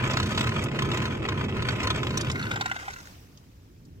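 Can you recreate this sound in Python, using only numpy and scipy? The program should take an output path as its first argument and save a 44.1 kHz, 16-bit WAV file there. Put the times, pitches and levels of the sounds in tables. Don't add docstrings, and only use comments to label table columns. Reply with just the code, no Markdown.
import sys
import numpy as np
from scipy import signal
from scipy.fft import rfft, irfft
from scipy.io import wavfile
from scipy.ndimage import uniform_filter1d, map_coordinates

SR = 44100
rng = np.random.default_rng(int(sys.argv[2]) if len(sys.argv) > 2 else 0)


def dump(signal):
    limited = np.clip(np.atleast_2d(signal).T, -1, 1)
    pcm = np.round(limited * 32767).astype(np.int16)
    wavfile.write(sys.argv[1], SR, pcm)


def amplitude_ratio(level_db):
    exponent = np.asarray(level_db, float) / 20
    return 10 ** exponent


N = 176400
LET_GO_S = 2.27

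# start_s, roar_db
BLAST = [(0, -28), (.6, -28), (1.15, -29.5), (1.5, -29.5), (2.3, -29.5), (2.45, -34.5), (2.6, -36.5),
         (2.7, -43.5), (2.8, -48.5), (3.4, -52), (3.7, -51.5), (4, -47)]
# pitch_hz, level_db (per Hz)
ROAR_COLOUR = [(15, -41), (25, -24.5), (123, 2), (184, -12), (355, -5.5), (775, -17.5), (900, -15),
               (1170, -53.5), (1980, -120)]
# pitch_hz, level_db (per Hz)
FLAME_COLOUR = [(15, -60), (25, -31), (50, -4), (85, -1), (230, -12.5), (275, -10), (900, -32.5),
                (1170, -80), (1980, -120)]
# pitch_hz, width_hz, lift_db
FIREBOX_RESONANCES = [(126, 54, 3), (219.4, 17.7, 10.5)]
# pitch_hz, level_db (per Hz)
HISS_COLOUR = [(260, -31), (450, -3), (1570, -6), (4650, -10.5), (5170, -8), (10000, -20), (15100, -14.5),
               (16500, -26)]
# start_s, lift_db
EMBER_FLARE = [
    (0, -28),
    (2.4, 19),
    (2.8, 17),
    (3.1, 20.5),
    (3.25, 14),
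    (3.5, 9.5),
    (4, 6.5),
]
# start_s, level_db, pitch_hz
SNAPS = [
    (0.106, -33, 6430),
    (0.1344, -28.5, 6000),
    (0.638, -33.5, 8900),
    (1.5788, -50, 5960),
    (2.175, -32.5, 7600),
    (2.21, -26, 7140),
    (2.3142, -28.5, 6760),
    (3.3733, -47.5, 6140),
    (3.8515, -57, 7000),
]
# start_s, load_db, treble_db
GEARS = [(0, -35.5, -61.5), (.2, -39.5, -55), (.45, -37.5, -54), (.7, -45, -65.5), (.97, -35.5, -56),
         (1.2, -43, -64.5), (1.55, -43, -66), (1.88, -37, -57), (2.1, -45, -63), (2.45, -35, -60),
         (2.68, -39.5, -62), (2.9, -44, -59.5), (3.2, -73, -75)]
# pitch_hz, level_db, t60_s
LOADED_HOUSING = [(650, -8, .04), (1025, 1, .07), (1280, 1, .045), (1455, -2, .06), (1775, -5, .04),
                  (2015, -4, .03), (2250, -6, .03), (2525, -6, .04), (3180, -7, .03)]
# pitch_hz, level_db, t60_s
FREE_HOUSING = [(785, 1, .033), (1445, 1, .055), (1495, 0, .05), (1680, -9, .03), (1950, -5, .04),
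                (2090, -3, .035), (1040, -9, .04), (2800, -15, .03)]
# pitch_hz, level_db, t60_s
CLANK = [(5500, -5, .02), (5920, -1, .03), (6480, -2, .025), (7250, -3, .015), (7560, 1, .018),
         (9750, -6, .012)]
# pitch_hz, level_db, t60_s
GEAR_COVER = [(3480, -2, .04), (3620, -2, .03), (3780, 1, .05), (4300, -9, .025), (4490, -9, .04)]
# start_s, level_db, clank_db, cover_db
KNOCKS_EARLY = [(0.0245, -29, -17, -23), (0.051, -23.5, -19.5, -32), (0.0735, -23.5, -14.5, -19),
                (0.1116, -25.5, -10.5, -7), (0.1389, -20, -24, -18), (0.1703, -16, -14.5, -11),
                (0.1996, -17.5, -16.5, -14), (0.2289, -25, -13, -7), (0.2586, -30, -11, -6),
                (0.2887, -37, -24, -16), (0.319, -35, -23, -4), (0.3473, -28, -15, -8),
                (0.376, -18.5, -14.5, -8), (0.4085, -19, -12.5, -9), (0.4411, -23.5, -18, -15),
                (0.4702, -20.5, -19, -16), (0.5186, -23.5, -37, -23), (0.5637, -20.5, -24, -31),
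                (0.5916, -23, -19, -28), (0.622, -28, -13, -26), (0.6592, -28, -27, -34),
                (0.6847, -31, -24, -19), (0.7146, -29.5, -19, -21), (0.7558, -32, -34, -37),
                (0.7897, -19, -18, -17), (0.8212, -18, -18, -15), (0.878, -50, -14, -8),
                (0.9155, -22, -17, -8), (0.942, -27, -12, -22), (0.9726, -23.5, -11.5, -11),
                (1.0191, -24, -17.5, -25), (1.0535, -22, -18, -12), (1.078, -29, -20, -23),
                (1.1085, -32.5, -24, -30), (1.151, -30, -30, -32)]
KNOCKS_LATE = [(1.15, -34, -26, -30), (1.186, -45, -30, -20), (1.2206, -31, -30, -26),
               (1.2521, -22.5, -31, -24), (1.287, -19, -18, -12), (1.321, -23, -39, -26),
               (1.3532, -36, -29, -25), (1.3763, -33, -32, -21), (1.4105, -23, -28, -19),
               (1.4436, -29, -18, -13), (1.4826, -30, -24, -27), (1.5237, -29.5, -34, -25),
               (1.5447, -35, -32, -31), (1.5931, -26, -37, -20), (1.6227, -24.5, -17, -9.5),
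               (1.6514, -24, -30, -17), (1.6864, -18, -17, -9.5), (1.718, -34, -9, -25),
               (1.745, -40, -37, -24), (1.7704, -42, -25, -11), (1.8012, -22.5, -19, -31),
               (1.8315, -26.5, -9, -12), (1.8713, -19, -16, -11), (1.903, -19, -15.5, -8),
               (1.959, -23.5, -15.5, -14), (2.001, -32, -34, -25), (2.0311, -20, -20, -18),
               (2.0678, -22, -19, -9.5), (2.1057, -25.5, -17, -12), (2.1379, -36, -24, -13),
               (2.173, -23, -1.5, -9), (2.2119, -31, -13, -6), (2.2458, -28, -15, -23),
               (2.2683, -30, -21, -19), (2.2982, -22, -15, -10.5)]
KNOCKS_COAST = [(2.356, -24, -22, -18), (2.393, -31, -13, -12), (2.426, -28, -19, -10),
                (2.467, -26, -32, -16), (2.512, -26, -15, -8), (2.525, -34, -17, -10),
                (2.558, -24.5, -18, -12), (2.61, -18.5, -16, -11.5), (2.658, -18.5, -17, -17),
                (2.714, -15.5, -27, -47), (2.763, -23.5, -22, -19), (2.827, -32.5, -21, -17),
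                (2.881, -23.5, -25, -35), (2.943, -45, -17, -20), (2.962, -32.5, -23, -33),
                (2.985, -39, -10, -19), (3.054, -40.5, -10, -21), (3.071, -38, -14, -31)]
# pitch_hz, echo_db
WALL_ECHO = [(500, -2.5), (1500, -7.5), (3000, -3), (6000, 0)]
# pitch_hz, likeness (0 to 1)
PORT_LIKENESS = [(100, 0.97), (300, 0.99), (600, 0.35), (3000, 0.06)]
# start_s, lag_samples
LEFT_LAG = [(0, 6.17), (2, 5.85), (2.7, 11.9), (4, 19.6)]
# pitch_hz, level_db
LEFT_TILT = [(100, 0), (350, -2.5), (1400, 0.5), (5000, 0.5), (13000, -4.5)]


def evened(x):
    return x / np.sqrt(np.mean(x ** 2) + 1e-20)


def peaked(x):
    return x / np.sqrt(np.max(uniform_filter1d(x ** 2, size=200)))


def read(points, hz):
    f, value = np.transpose(points)
    return np.interp(np.log(hz + 1), np.log(f + 1), value)


def along(table, t, column=1):
    rows = np.array(table, float)
    return np.interp(t, rows[:, 0], rows[:, column])


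def add(mix, start_s, sound):
    part = mix[max(round(start_s * SR), 0):][:len(sound)]
    part += sound[:len(part)]


def steep(x, lo_hz, hi_hz):
    band = signal.butter(4, [lo_hz, min(hi_hz, 21000)], "band", fs=SR, output="sos")
    return evened(signal.sosfilt(band, x))


def ring(modes, luck):
    hz, db, t60 = np.transpose(modes)[:, :, None]
    t, count = np.arange(3000) / SR, len(modes)
    hz = hz * (1 + 0.016 * luck[:count, None])
    db = db + 3.5 * luck[-count:, None]
    sines = amplitude_ratio(db - 60 * t / t60) / np.sqrt(t60) * np.sin(2 * np.pi * hz * t)
    wave = sines.sum(0)
    return wave / np.linalg.norm(wave)


def wash(shape_db, patchy_db, size):
    frames, hz = 4 * N // size + 5, np.fft.rfftfreq(size, 1 / SR)
    a, b, c, d, patches = rng.standard_normal((frames, len(hz), 5)).T
    patches = uniform_filter1d(patches, size=5, axis=0)
    patches = evened(uniform_filter1d(patches, size=6, axis=1))
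    same = np.clip(read(PORT_LIKENESS, hz), 0, 1)[:, None]
    left = a + 1j * b
    right = same * left + np.sqrt(1 - same ** 2) * (c + 1j * d)
    frame_s = np.arange(frames) * size / 4 / SR
    z = np.array([left, right]) * amplitude_ratio(shape_db(hz[:, None], frame_s) + patchy_db * patches)
    return evened(signal.istft(z, nperseg=size, noverlap=3 * size // 4)[1][:, :N])


def ember_hiss():
    def hiss_db(hz, s):
        return read(HISS_COLOUR, hz) - 40 * (hz < 400) + 0 * s
    hiss = wash(hiss_db, patchy_db=1.9, size=512)
    return hiss * amplitude_ratio(-73 + along(EMBER_FLARE, np.arange(N) / SR))


def fire_roar():
    def roar_db(hz, s):
        share = np.clip((along(BLAST, s) + 48) / 12, 0, 1)
        box = sum(db * np.exp(-((hz - f) / width) ** 2) for f, width, db in FIREBOX_RESONANCES)
        fed = read(ROAR_COLOUR, hz) + box
        return share * fed + (1 - share) * read(FLAME_COLOUR, hz) - 30 * (hz / 1500) ** 2
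    roar = wash(roar_db, patchy_db=1.2, size=2048)
    swell = np.sqrt(uniform_filter1d((roar ** 2).mean(0), size=22050) + 1e-9)
    return roar / swell * amplitude_ratio(along(BLAST, np.arange(N) / SR))


def snaps():
    out, t = np.zeros(N), np.arange(800) / SR
    for start_s, db, hz in SNAPS:
        burst = rng.standard_normal(800) * np.minimum(t / 0.00061, 1) * np.exp(-t / 0.0044)
        pop = steep(burst, hz * 0.5, hz * 1.21)
        pop = pop + amplitude_ratio(-9.5) * steep(pop, 8300, 21800)
        add(out, start_s, amplitude_ratio(db - 5.5) * pop / np.sqrt(np.mean(pop[:150] ** 2)))
    return out


def gears():
    t, no_luck = np.arange(N) / SR, np.zeros(30)
    contacts_per_s = 3300
    teeth = rng.standard_normal((4, N)) * (rng.random((4, N)) < contacts_per_s / SR)
    uneven = np.minimum(rng.exponential(1, (4, N)), 3)
    flicker = evened(uniform_filter1d(rng.standard_normal(N), size=400))
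    teeth *= amplitude_ratio(2.5 * uneven + 3.5 * flicker)
    grit = teeth[1] + 0.96 * teeth[2:]
    free = np.clip((t - LET_GO_S) / 0.053, 0, 1)

    def rung(modes):
        return evened(signal.oaconvolve(teeth[0], ring(modes, no_luck))[:N])
    low = (1 - free) * rung(LOADED_HOUSING) + free * rung(FREE_HOUSING[1:])
    low = low + amplitude_ratio(-9.3 * free) * steep(grit, 870, 2920)
    high = rung(CLANK) + amplitude_ratio(2.5 - 17.5 * free) * rung(GEAR_COVER)
    high = high + amplitude_ratio(4.5) * steep(grit, 3380, 6900)
    high = high + amplitude_ratio(-16.5) * steep(rng.standard_normal((2, N)), 8300, 19000)
    stop = np.clip((3.3 - t) / 0.23, 0, 1)
    return stop * (amplitude_ratio(along(GEARS, t)) * low + amplitude_ratio(along(GEARS, t, column=2)) * high)


def knock(body, skin_db, db, clank_db, cover_db):
    t, rise_s, rattle_s, chips_per_s = np.arange(3000) / SR, .0038, .0048, 2000
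    swell = (t / rise_s) ** 2 * np.exp(-2 * t / rise_s)
    rattle = 0.022 * np.exp(-t / rattle_s) * (t > rise_s)
    chips = rng.standard_normal(3000) * (0.35 + (rng.random(3000) < chips_per_s / SR) * 2.8)
    chips = chips * (swell + rattle)
    luck, (late, size) = rng.standard_normal((3, 30)), rng.random(2)
    luck[0, 15:] *= amplitude_ratio(skin_db)
    luck[2, :15] /= 2
    onset = np.minimum(t / rise_s, 1) ** 2
    low, high, cover = [peaked(ring(modes, k) * onset) for modes, k in zip((body, CLANK, GEAR_COVER), luck)]
    bounce = np.roll(low, round(.006 * (0.636 + late) * SR))
    low = low + 0.55 * size * bounce + amplitude_ratio(skin_db) * peaked(steep(chips, 840, 3330))
    high = high + amplitude_ratio(1) * peaked(steep(chips, 3750, 8030)) + amplitude_ratio(-15) * peaked(steep(chips, 12000, 16030))
    cover = cover + peaked(steep(chips, 2820, 4630))
    clank = amplitude_ratio(clank_db + 2) * np.roll(peaked(high), 40)
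    return amplitude_ratio(db - 6.5) * (peaked(low) + clank + amplitude_ratio(cover_db + 6) * peaked(cover))


def shaft_knocks():
    out = np.zeros(N)
    lifted_s, grazing_s = 2.54, 2.93
    turns = ((KNOCKS_EARLY, LOADED_HOUSING, 0), (KNOCKS_LATE, LOADED_HOUSING, 0), (KNOCKS_COAST, FREE_HOUSING, -10))
    for table, housing, skin_db in turns:
        for start_s, db, clank_db, cover_db in table:
            lowest_held = LET_GO_S < start_s < lifted_s or start_s > grazing_s
            body = housing[1:] if lowest_held else housing
            add(out, start_s - .0025, knock(body, skin_db, db, clank_db, cover_db))
    return out


def iron_walls(x):
    k, t60_s, sways_per_s = np.arange(6000), .024, 7.3
    taps = rng.standard_normal((3, 2, 6000)) * (rng.random((3, 2, 6000)) < .1)
    taps = taps * amplitude_ratio(-60 * k / SR / t60_s) * (k > 20)
    taps = taps / np.linalg.norm(taps, axis=2, keepdims=True)
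    phase = np.arange(3)[:, None, None] / 3
    sway = np.sqrt(2 / 3) * np.cos(np.pi * (sways_per_s * np.arange(N) / SR + phase))
    echoes = signal.oaconvolve(x * sway, taps, axes=2)[..., :N].sum(0)
    return irfft(rfft(echoes) * amplitude_ratio(read(WALL_ECHO, np.fft.rfftfreq(N, 1 / SR))), N)


def microphone_ports(x, bed):
    t, hz = np.arange(N), np.fft.rfftfreq(N, 1 / SR)
    left, right = x + iron_walls(x) + bed
    late = map_coordinates(left, [t - along(LEFT_LAG, t / SR)], order=3, mode="nearest")
    tilt = amplitude_ratio(read(LEFT_TILT, hz) / 2)
    edge = hz < 16100
    return np.array([irfft(rfft(late) * tilt * edge, N), irfft(rfft(right) * edge / tilt, N)])


def scene():
    blower = shaft_knocks() + gears() + snaps()
    fire = fire_roar() + ember_hiss()
    return microphone_ports(blower, fire)


def top_cut(x):
    return signal.sosfilt(signal.butter(12, 16660, fs=SR, output="sos"), x)


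def record(dry):
    return top_cut(dry)


dry = scene()
out = record(dry)
dump(out)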